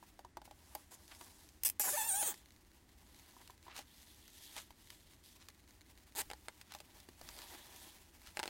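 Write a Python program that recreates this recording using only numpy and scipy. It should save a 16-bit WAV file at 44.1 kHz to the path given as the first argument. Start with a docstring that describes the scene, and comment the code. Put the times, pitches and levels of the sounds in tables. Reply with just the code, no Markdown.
"""Sleeves rustle and light knocks sound over a low rumble in a cramped crawl space, where gloved hands
tighten a long nylon cable tie round a flexible foil duct. The strap slides, then zips through its pawl:
each tooth is an impulse, the pawl's resonance squeals, and the tooth rate is a tone that groans down
to a stop. A short pull and a few single teeth later draw it tight. Between the pulls, gloves rasp by
friction and the duct's thin skin buckles, crinkling and crunching."""
import sys
import numpy as np
from scipy import signal
from scipy.io import wavfile
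from scipy.ndimage import uniform_filter1d

SR = 44100
rng = np.random.default_rng(int(sys.argv[2]) if len(sys.argv) > 2 else 0)


def generate_wav(signal):
    """Clip the signal to [-1, 1] and save it as 16-bit WAV at the path in sys.argv[1]."""
    frames = np.transpose(np.atleast_2d(signal))
    scaled = np.clip(frames, -1, 1) * 32767
    pcm = np.round(scaled).astype(np.int16)
    wavfile.write(sys.argv[1], SR, pcm)


N = 374409
TIME = np.arange(N) / SR
SLACK_FROM_S, SNUG_FROM_S, TIGHT_FROM_S = 1.75, 4, 6.25  # stages of the loop, which starts open

# Speed of the strap in the long pull and the tone it sings: time_s, teeth_per_s, groan_db
PULL_MOTION = [(1.7966, 430, -73), (1.869, 356, -50.5), (1.885, 520, -55), (1.922, 343, -62),
               (1.934, 600, -46.5), (1.95, 577, -45.5), (1.962, 710, -48.5), (1.977, 910, -38),
               (2.019, 858, -43.5), (2.08, 920, -57), (2.115, 747, -58), (2.155, 790, -42),
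               (2.18, 830, -63), (2.2, 890, -54), (2.223, 767, -42.5), (2.24, 640, -56), (2.26, 640, -50.5),
               (2.28, 490, -51), (2.3, 342, -51), (2.332, 170, -63)]
# Spectrum of a snap in the foil skin: frequency_hz, gain_db
FOIL_SPECTRUM = [(300, -0.5), (900, 14), (4500, 13), (16000, 3.5)]


def amp(db):
    return 10 ** (np.asarray(db) / 20)


def unit_rms(x):
    return x / np.sqrt(np.mean(x ** 2) + 1e-20)


def running_rms(x, size):
    return np.sqrt(abs(uniform_filter1d(x ** 2, size)) + 1e-10)


def add(mix, start_s, sound):
    part = mix[max(round(start_s * SR), 0):][:len(sound)]
    part += sound[:len(part)]


def colour(x, spectrum, size=2048):
    """A minimum-phase filter of unit energy imposes a spectral shape."""
    hz, db = np.transpose(spectrum)
    bins = abs(np.fft.fftfreq(size, 1 / SR))
    log_gain = np.log(amp(np.interp(np.log(bins + 1), np.log(hz + 1), db)) + 1e-5)
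    taps = np.fft.ifft(np.exp(np.conj(signal.hilbert(log_gain)))).real[:size // 2]
    return signal.oaconvolve(x, taps / np.linalg.norm(taps))[:len(x)]


def resonate(x, hz, width_hz):
    """A resonance of unit gain follows the frequency curve hz."""
    carrier = np.exp(2j * np.pi * np.cumsum(hz) / SR)
    pole = np.exp(-np.pi * width_hz / SR)
    return 2 * (carrier * signal.lfilter([1 - pole], [1, -pole], x / carrier + 1e-18)).real


def wander(per_s):
    """Random modulation glides between Gaussian values."""
    knots = rng.standard_normal(N // 16)
    return np.interp(TIME * per_s, np.arange(len(knots)), knots)


def snap(loose, t60, scatter=None, size=700):
    """An impulse and its decaying scatter, weighted by loose, share unit energy."""
    scatter = rng.standard_normal(size) if scatter is None else scatter
    scatter = scatter * amp(-60 * np.arange(size) / SR / t60)
    burst = loose * scatter / np.linalg.norm(scatter)
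    burst[0] = 1
    return burst / np.linalg.norm(burst)


def impulse_size(db, window_s=0.015):
    """An impulse of this height has mean level db over the window."""
    return amp(db) * np.sqrt(window_s * SR)


def friction(grains_per_s, spread_db, grainy, flutter_db):
    """Stick-slip friction: countless tiny slips merge into noise, with sparse larger ones."""
    sizes = amp(spread_db * np.minimum(rng.exponential(1, N), 4)) * rng.choice([-1, 1], N)
    grains = unit_rms(sizes * (rng.random(N) < grains_per_s / SR))
    slips = rng.standard_normal(N) + grainy * grains
    return unit_rms(slips * amp(flutter_db * wander(per_s=55)))


def air(rumble_db=-66.5, hum_hz=59.8, hum_db=-81):
    """Low-frequency noise rumbles under a faint hum that wavers by phase modulation."""
    # Still air under the floor: frequency_hz, gain_db
    air_spectrum = [(20, -16.5), (45, -3), (81, -1), (130, -13.5), (320, -10), (450, -21.5), (1400, -27.5),
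                    (1900, -23.5), (2400, -32), (9000, -35), (16000, -52)]
    hum = np.sqrt(2) * np.sin(2 * np.pi * hum_hz * TIME + wander(per_s=10))
    rumble = unit_rms(colour(rng.standard_normal(N), air_spectrum, size=16384))
    return amp(rumble_db) * rumble + amp(hum_db) * hum


def sleeves():
    """Friction in cloth keeps up a soft, fine-grained rustle, still only for a moment."""
    # Envelope of the rustle: time_s, level_db
    envelope = [(0, -64.5), (.3, -78.5), (.36, -113), (.45, -70.5), (2.4, -71.5), (5.6, -71), (8.49, -63.5)]
    # Spectrum of rubbing cloth: frequency_hz, gain_db
    cloth_spectrum = [(400, -11.5), (900, 3.5), (1300, -4.5), (2500, -0.5), (16000, -6)]
    rustle = friction(grains_per_s=300, spread_db=2.5, grainy=0.6, flutter_db=3.5)
    return colour(rustle * amp(np.interp(TIME, *np.transpose(envelope))), cloth_spectrum)


def knocks(rise_s=0.002):
    """Each impact gives a tick and excites quickly damped modes of strap and duct."""
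    # Light impacts of strap and hands: start_s, body_db, tick_db, pitch_hz
    impacts = [(.027, -58.5, -71, 945), (0.192, -55.5, -63, 760), (0.2482, -54, -66, 960),
               (0.3701, -47, -57, 898), (.417, -58.5, -65.5, 840), (.477, -61, -83, 775),
               (.511, -56.5, -63.5, 826), (0.7517, -47, -52.5, 834), (1.211, -58, -55.5, 930),
               (2.2275, -43.5, -45, 858.4), (3.366, -61, -74, 990), (3.498, -57, -69, 990),
               (3.666, -60, -74, 950), (3.681, -54.5, -68, 1000), (3.79, -53.5, -51.5, 800),
               (4.565, -57, -50, 890), (4.706, -64.5, -61.5, 900), (5.486, -64, -55, 1080),
               (6.749, -52.5, -52.5, 800), (6.803, -61, -56, 570), (7.088, -58.5, -60.5, 340),
               (7.213, -56.5, -56.5, 710)]
    # Modes of strap and duct: frequency_ratio, gain_db, t60_s
    modes = [(0.998, 5.5, 0.013), (0.77, -17, 0.056), (1.21, -20.5, 0.035), (0.387, -18, 0.047),
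             (1.77, -8, 0.011)]
    t = TIME[:SR // 10]
    bodies, ticks = np.zeros((2, N))
    for start_s, body_db, tick_db, hz in impacts:
        ring = sum(amp(db - 60 * t / t60) * np.sin(2 * np.pi * hz * k * t) for k, db, t60 in modes)
        ring *= 1 - np.exp(-t / rise_s)
        add(bodies, start_s, impulse_size(body_db) * ring / np.linalg.norm(ring))
        add(ticks, start_s, impulse_size(tick_db) * snap(loose=4.3, t60=0.024))
    return bodies + colour(ticks, FOIL_SPECTRUM)


def sliding(ends_db=-13, fold_hz=4900, fold_db=-2, gloves_from_s=2):
    """Sliding friction of the strap, later of gloves, hisses while the hollow duct resonates."""
    # Strokes over the duct: start_s, fastest_s, end_s, hiss_db, rub_db
    strokes = [(0.558, 0.774, 0.88, -67, -68), (0.912, 0.916, 0.97, -57, -60.5),
               (0.93, 1.195, 1.54, -62, -66.5), (2.199, 2.297, 2.44, -60.5, -65.5),
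               (2.91, 3.41, 3.56, -66.5, -69.5), (3.787, 4.1, 4.24, -63, -74.5),
               (4.215, 4.575, 4.67, -56, -73), (4.73, 4.906, 5.2, -66, -81),
               (5.231, 5.26, 5.38, -61.5, -81), (6.82, 6.944, 7.1, -68.5, -69),
               (7.232, 7.38, 7.75, -57.5, -58.5), (7.503, 7.86, 7.96, -59, -62.5)]
    # Hiss of the loose strap: frequency_hz, gain_db
    strap_spectrum = [(900, -20), (1700, -23), (3300, -3), (11700, -0.5), (16000, -14)]
    # Rasp of the gloves: frequency_hz, gain_db
    glove_spectrum = [(900, -76), (1800, -6.5), (2400, -10.5), (3300, -1), (5500, -8), (13000, -6),
                      (16000, -17.5)]
    # Hollow response of the rubbed duct: frequency_hz, gain_db
    duct_spectrum = [(150, -12.5), (330, -0.5), (470, -7.5), (910, 1), (1240, -9.5), (1750, -5),
                     (3600, -17)]
    hiss_power, rub_power = np.zeros((2, N))
    for start, fastest, end, hiss_db, rub_db in strokes:
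        before = (fastest - TIME) / max(fastest - start, 0.01)
        after = (TIME - fastest) / max(end - fastest, 0.01)
        speed_db = ends_db * np.minimum(np.maximum(before, after), 10) ** 2.23
        hiss_power += amp(hiss_db + speed_db) ** 2
        rub_power += amp(rub_db + speed_db) ** 2
    slips = friction(grains_per_s=800, spread_db=3.5, grainy=0.8, flutter_db=2) * np.sqrt(hiss_power)
    drags = friction(grains_per_s=220, spread_db=2, grainy=0.5, flutter_db=3) * np.sqrt(rub_power)
    # each fold touched lends the scrape a passing resonance
    passing_hz = fold_hz * 2 ** (0.5 * np.clip(wander(per_s=20), -2, 2))
    slips = (slips + amp(fold_db) * resonate(slips, passing_hz, width_hz=1500)) / np.sqrt(2)
    gloved = TIME > gloves_from_s
    hiss = colour(slips * ~gloved, strap_spectrum) + colour(slips * gloved, glove_spectrum)
    return hiss + colour(drags, duct_spectrum)


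def tautness(time_s, taut_at_s=2.05, over_s=0.016):
    """Tension rises from 0 in the slack loop to 1 once it lies on the duct."""
    return np.clip((time_s - taut_at_s) / over_s, 0, 1)


def body_coupling(time_s, open_db=-25, snug_db=-8.5, tight_db=0.5):
    """Mechanical coupling: the tighter the strap, the more body vibration per click."""
    return amp(np.select([time_s < SNUG_FROM_S, time_s < TIGHT_FROM_S], [open_db, snug_db], tight_db))


def pawl_snaps(strikes, drift=0.21, stretch_per_s=0.58, stretch_from_s=1.6497, size=700):
    """Each tooth is an impulse: it clicks, pushes the strap's body and reflects along the free tail."""
    clicks, pushes = np.zeros((2, N))
    lag, echoes = np.arange(size), rng.standard_normal(size)
    for (time_s, click, push), (whip, grit, shake) in zip(strikes, rng.standard_normal((500, 3, size))):
        if time_s < SNUG_FROM_S:
            # the tail grows, so its echoes stretch and sink in pitch; it whips about, so they drift
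            stretch = 1 + stretch_per_s * (time_s - stretch_from_s)
            echoes = unit_rms(echoes + drift * whip)
            scatter = np.interp(lag / stretch, lag, echoes) + 0.36 * grit
            # the first teeth snap cleanly; in the long pull the pawl chatters over each one
            loose, t60 = (1.0, 0.015) if time_s < SLACK_FROM_S else (2.7, 0.0098)
            add(clicks, time_s, click * snap(loose, t60, scatter))
            add(pushes, time_s, push * snap(loose=0.65, t60=0.031, scatter=0.5 * scatter + shake))
        else:
            # a tight strap snaps more sharply and shakes the duct
            add(clicks, time_s, click * snap(loose=2.5, t60=0.0088, scatter=0.5 * echoes + grit))
            add(pushes, time_s, push * snap(loose=0.65, t60=0.035, scatter=shake))
    return np.array([clicks, pushes])


def cable_tie():
    """Source and filter: tooth impulses excite pawl and strap, whose spectra change as the loop closes."""
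    # Single teeth slipping past the pawl: start_s, level_db
    teeth = [(0.751, -46.5), (1.6353, -36.5), (1.6812, -40), (1.6894, -40), (1.6994, -38), (6.3016, -54),
             (6.3137, -50.5), (6.3340, -54.5), (6.4843, -49.5), (8.3713, -46.5), (8.393, -45),
             (8.3986, -46), (8.4307, -47), (8.4374, -49), (8.4570, -49.5), (8.478, -48)]
    # Short pulls: start_s, fastest_s, end_s, first_teeth_per_s, top_teeth_per_s, level_db, swell_db
    tugs = [(1.6497, 1.663, 1.679, 440, 600, -27.5, -2.5), (6.1515, 6.191, 6.2205, 170, 460, -38, 8.5)]
    # A tooth's click at five stages of closing the loop: frequency_hz, gain_db
    open_click = [(900, -52), (1900, -10.5), (3370, -8), (3910, -13), (5700, -0.5), (6900, -5),
                  (13000, 6.5), (16000, -2.5)]
    slack_click = [(900, -20.5), (1700, -3), (3400, -7), (4700, -8), (7700, 1), (11800, 4), (16000, -4)]
    taut_click = [(1500, -19), (3370, -8), (5120, -18), (6820, 0.5), (8850, -1), (10700, -10), (12000, 0.5),
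                  (13600, -4), (15400, -1)]
    snug_click = [(1100, -40), (1900, -0.5), (4690, 1), (5780, -3.5), (7250, 5), (10000, 1), (11200, -3),
                  (13000, 1.5), (16000, -4)]
    tight_click = [(1100, -13), (2100, 1.5), (3500, -5), (4650, -4), (5830, -9.5), (10000, -8.5),
                   (11500, -23.5), (16000, -27)]
    # The strap's body, hanging free and pressed on the duct: frequency_hz, gain_db
    free_body = [(100, -42), (200, -2.5), (420, -7.5), (600, 0.5), (860, 6.5), (1250, -5), (1780, 2),
                 (2700, -34), (3600, -16)]
    pressed_body = [(130, -15), (330, 3.5), (680, 1.5), (850, 11.5), (1150, -3), (1650, 2), (3300, -19)]
    singles = [(s, impulse_size(db), impulse_size(db) * body_coupling(np.array(s))) for s, db in teeth]
    runs = [singles, long_pull()] + [tug(*row) for row in tugs]
    clicks, pushes = sum(pawl_snaps(run) for run in runs)
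    taut = tautness(TIME)
    wide_open, pressed, tight = TIME < SLACK_FROM_S, TIME > SNUG_FROM_S, TIME > TIGHT_FROM_S
    running = clicks * ~wide_open * ~pressed
    early = colour(clicks * wide_open, open_click)
    zipping = colour(running * (1 - taut), slack_click) + colour(running * taut, taut_click)
    late = colour(clicks * pressed * ~tight, snug_click) + colour(clicks * tight, tight_click)
    body = colour(pushes * ~pressed, free_body) + colour(pushes * pressed, pressed_body)
    return early + zipping + late + body + pawl_ring(running) + groan()


def creases(fold_hz=920, fold_db=-55.5, db_per_octave=5):
    """Folds of the skin buckle with a dry snap; smaller, quieter folds have a higher low cutoff."""
    # The loudest buckling folds: start_s, level_db
    buckles = [(1.079, -62.5), (1.149, -61), (1.489, -63), (2.342, -56.5), (2.521, -68), (3.189, -65),
               (3.476, -59.5), (3.505, -61), (3.764, -51.5), (4.279, -59.5), (4.437, -63.5), (4.903, -53),
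               (6.613, -56.5), (6.721, -54.5), (6.738, -56), (6.787, -64), (7.002, -62.5), (7.289, -52.5),
               (7.389, -55.5), (7.418, -55)]
    snaps = np.zeros(N)
    for start_s, db in buckles:
        cutoff_hz = min(fold_hz * 2 ** ((fold_db - db) / db_per_octave), SR / 10)
        fold = signal.lfilter(*signal.butter(2, cutoff_hz, "high", fs=SR), snap(loose=4, t60=0.017))
        add(snaps, start_s, impulse_size(db) * fold / np.linalg.norm(fold))
    return colour(snaps, FOIL_SPECTRUM)


def crunches():
    """Fingers press the skin into its padding and a cluster of small folds buckles at once."""
    # Finger presses: peak_s, time_constant_s, level_db, cutoff_hz
    presses = [(1.122, 0.01, -55, 4000), (3.714, 0.032, -60, 3500), (3.782, 0.019, -48, 15000),
               (4.579, .02, -48.5, 11300), (5.42, 0.014, -61.5, 9100), (6.72, 0.022, -59, 5970),
               (8.273, 0.015, -54.5, 13000)]
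    grit = friction(grains_per_s=700, spread_db=2.5, grainy=1.2, flutter_db=2)
    clusters = np.zeros(N)
    for peak_s, time_constant_s, db, cutoff_hz in presses:
        muffled = unit_rms(signal.lfilter(*signal.butter(2, cutoff_hz, fs=SR), grit))
        clusters += muffled * amp(db) * np.exp(-abs(TIME - peak_s) / time_constant_s)
    return colour(clusters, FOIL_SPECTRUM)


def tooth_times(motion, jitter_s=0.000017):
    """Travel is the integral of speed; it gives the time and rate at which each tooth passes."""
    time_s, rate = np.transpose(motion)[:2]
    t = np.arange(time_s[0], time_s[-1], 1 / SR)
    travel = np.cumsum(np.interp(t, time_s, rate)) / SR
    at = np.interp(np.arange(int(travel[-1]) + 1), travel, t)
    return at + jitter_s * rng.standard_normal(SR)[:len(at)], np.interp(at, time_s, rate)


def tooth_force(rate, uneven_db=1.0):
    """Uneven impulses, scaled so that their train has about unit power at any rate."""
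    return amp(uneven_db * rng.standard_normal(SR)[:len(rate)]) * np.sqrt(SR / rate)


def tug(start, fastest, end, first_rate, top_rate, level_db, swell_db, db_per_octave=6):
    """An impulse train speeds up and stalls; its level follows speed and tension."""
    at, rate = tooth_times([(start, first_rate), (fastest, top_rate), (end, 0.38 * top_rate)])
    speed_db = db_per_octave * np.log2(rate / top_rate)
    tension_db = swell_db * (at - fastest) / (end - start)
    click = tooth_force(rate) * amp(level_db + speed_db + tension_db)
    return list(zip(at, click, click * body_coupling(at)))


def long_pull(pull_db=-38, taut_db=-0.5, jerk_db=3.5, jerk_s=0.012, ease_db_per_octave=17):
    """An impulse train starts with a jerk, softens as the loop closes and fades as the strap slows."""
    # Vibration of the strap's body: time_s, level_db
    body_envelope = [(1.80, -43.5), (1.822, -70), (1.845, -44), (1.89, -43.5), (1.91, -63), (1.975, -51.5),
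                     (2.11, -53.5), (2.28, -52.5), (2.33, -55)]
    ease_below_per_s, rattle_below_per_s, rattle_s = 366, 1100, 0.00007
    at, rate = tooth_times(PULL_MOTION)
    taut = tautness(at)
    click_db = pull_db + taut_db * taut + jerk_db * np.exp((at[0] - at) / jerk_s)
    click_db += ease_db_per_octave * taut * np.minimum(np.log2(rate / ease_below_per_s), 0)
    click_db += 1.5 * np.interp(at, TIME, wander(per_s=65))  # the grip wavers
    body_db = np.interp(at, *np.transpose(body_envelope))
    # a slack, slow strap rattles, so its teeth come unevenly
    slowness = np.maximum(1 - rate / rattle_below_per_s, 0)
    rattle = rattle_s * slowness * (1 - taut) * rng.standard_normal(SR)[:len(at)]
    click = tooth_force(rate) * amp(click_db)
    push = tooth_force(rate, uneven_db=3) * amp(body_db)
    return list(zip(at + rattle, click, push))


def pawl_ring(clicks, slack_width_hz=2900, taut_width_hz=600, steadiness=0.65):
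    """The flexed pawl resonates at each tooth; taut and fast, its ring narrows to a steady squeal."""
    # Resonance of the flexing pawl: time_s, pitch_hz, level_db
    resonance = [(1.796, 12200, -34), (1.825, 11600, -54), (2.067, 9300, -75), (2.09, 9100, -34),
                 (2.155, 8800, -40.5), (2.215, 9660, -37), (2.24, 9550, -46), (2.276, 8740, -40),
                 (2.335, 9050, -73)]
    time_s, hz, db = np.transpose(resonance)
    pull_s, rate, _ = np.transpose(PULL_MOTION)
    pitch, taut = np.interp(TIME, time_s, hz), tautness(TIME)
    broad = resonate(resonate(clicks, pitch, slack_width_hz), pitch, slack_width_hz)
    ring = broad * (1 - taut) + resonate(broad, pitch, taut_width_hz) * taut
    # dividing by a faster envelope fills the gaps between teeth
    steady = steadiness * taut * np.interp(TIME, pull_s, rate) / rate.max()
    envelope = running_rms(ring, size=441) ** (1 - steady) * running_rms(ring, size=22) ** steady
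    ringing = (TIME > time_s[0]) & (TIME < time_s[-1])
    return ring / envelope * amp(np.interp(TIME, time_s, db)) * ringing


def groan(overtones_db=(-17, -16), waver_db=3.5):
    """Forced vibration: the strap sings at the tooth rate, so its pitch falls as it stalls."""
    time_s, rate, db = np.transpose(PULL_MOTION)
    pulling = (TIME > time_s[0]) & (TIME < time_s[-1])
    pitch_hz = np.interp(TIME, time_s, rate) * pulling
    phase = 2 * np.pi * np.cumsum(pitch_hz) / SR + 0.2 * wander(per_s=220)
    tone = np.sin(phase)
    for harmonic, overtone_db in enumerate(overtones_db, 2):
        tone += amp(overtone_db + waver_db * wander(per_s=150)) * np.sin(harmonic * phase)
    level = amp(np.interp(TIME, time_s, db) + waver_db * wander(per_s=90))
    return np.sqrt(2) * tone * level * uniform_filter1d(1.0 * pulling, size=128)


def crinkling(start_s=2.3, per_s=16, smallest_db=-78, spread_db=5):
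    """Once the strap lies on the duct, tiny folds of its skin tick as a Poisson process."""
    sizes = amp(spread_db * np.minimum(rng.exponential(1, N), 2)) * (rng.random(N) < per_s / SR)
    ticks = signal.oaconvolve(sizes * (TIME > start_s), snap(loose=6.5, t60=0.006))[:N]
    return impulse_size(smallest_db) * colour(ticks, FOIL_SPECTRUM)


def thuds(rise_s=0.0085, t60=0.7):
    """Tugged or gripped, the soft duct sways with a dull thud and settles by damping."""
    # Pushes on the duct: start_s, level_db
    pushes = [(6.2, -55), (7.22, -55)]
    # Response of the swaying duct: frequency_hz, gain_db
    sway_spectrum = [(25, -6), (55, 5), (90, -8), (400, -27)]
    t, envelope = TIME[:SR // 2], np.zeros(N)
    for start_s, db in pushes:
        add(envelope, start_s, amp(db - 60 * t / t60) * (1 - np.exp(-t / rise_s)))
    return colour(envelope * rng.standard_normal(N), sway_spectrum, size=8192)


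def edge_scrape(start_s=7.25, end_s=7.47, pitch_hz=4650, width_hz=800, level_db=-61):
    """Friction of the strap's edge on foil drives a thin, gritty resonance as the hand regrips."""
    stroke = np.sin(np.pi * np.clip((TIME - start_s) / (end_s - start_s), 0, 1))
    grit = friction(grains_per_s=78, spread_db=2, grainy=1.5, flutter_db=4)
    hz = np.full(N, float(pitch_hz))
    ring = resonate(resonate(grit, hz, width_hz), hz, width_hz)
    return amp(level_db) * stroke * unit_rms(ring)


def crawl_space(x, t60, wet_db):
    """Absorption by close, padded walls leaves only a brief, dull reverberation."""
    t = TIME[:8192]
    echoes = rng.standard_normal(len(t)) * (t > 0.003) * amp(-60 * t / t60)
    echoes = colour(echoes, [(1000, -2.0), (4000, -5.5), (15000, -8.5)])
    return x + amp(wet_db) * signal.oaconvolve(x, echoes / np.linalg.norm(echoes))[:N]


def scene():
    """Superposition of the reverberant handling sounds, the thuds and the air, in mono."""
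    handling = cable_tie() + knocks() + creases() + crunches() + crinkling()
    handling = handling + sliding() + sleeves() + edge_scrape()
    return (crawl_space(handling, t60=0.072, wet_db=-14) + thuds() + air())[None]


def record(dry):
    """A linear-phase low-pass filter removes the highest treble."""
    cutoff_hz = 16100
    taps = signal.firwin(401, cutoff_hz, window=("kaiser", 8), fs=SR)
    return signal.oaconvolve(dry, taps[None], "same")


dry = scene()
out = record(dry)
generate_wav(out)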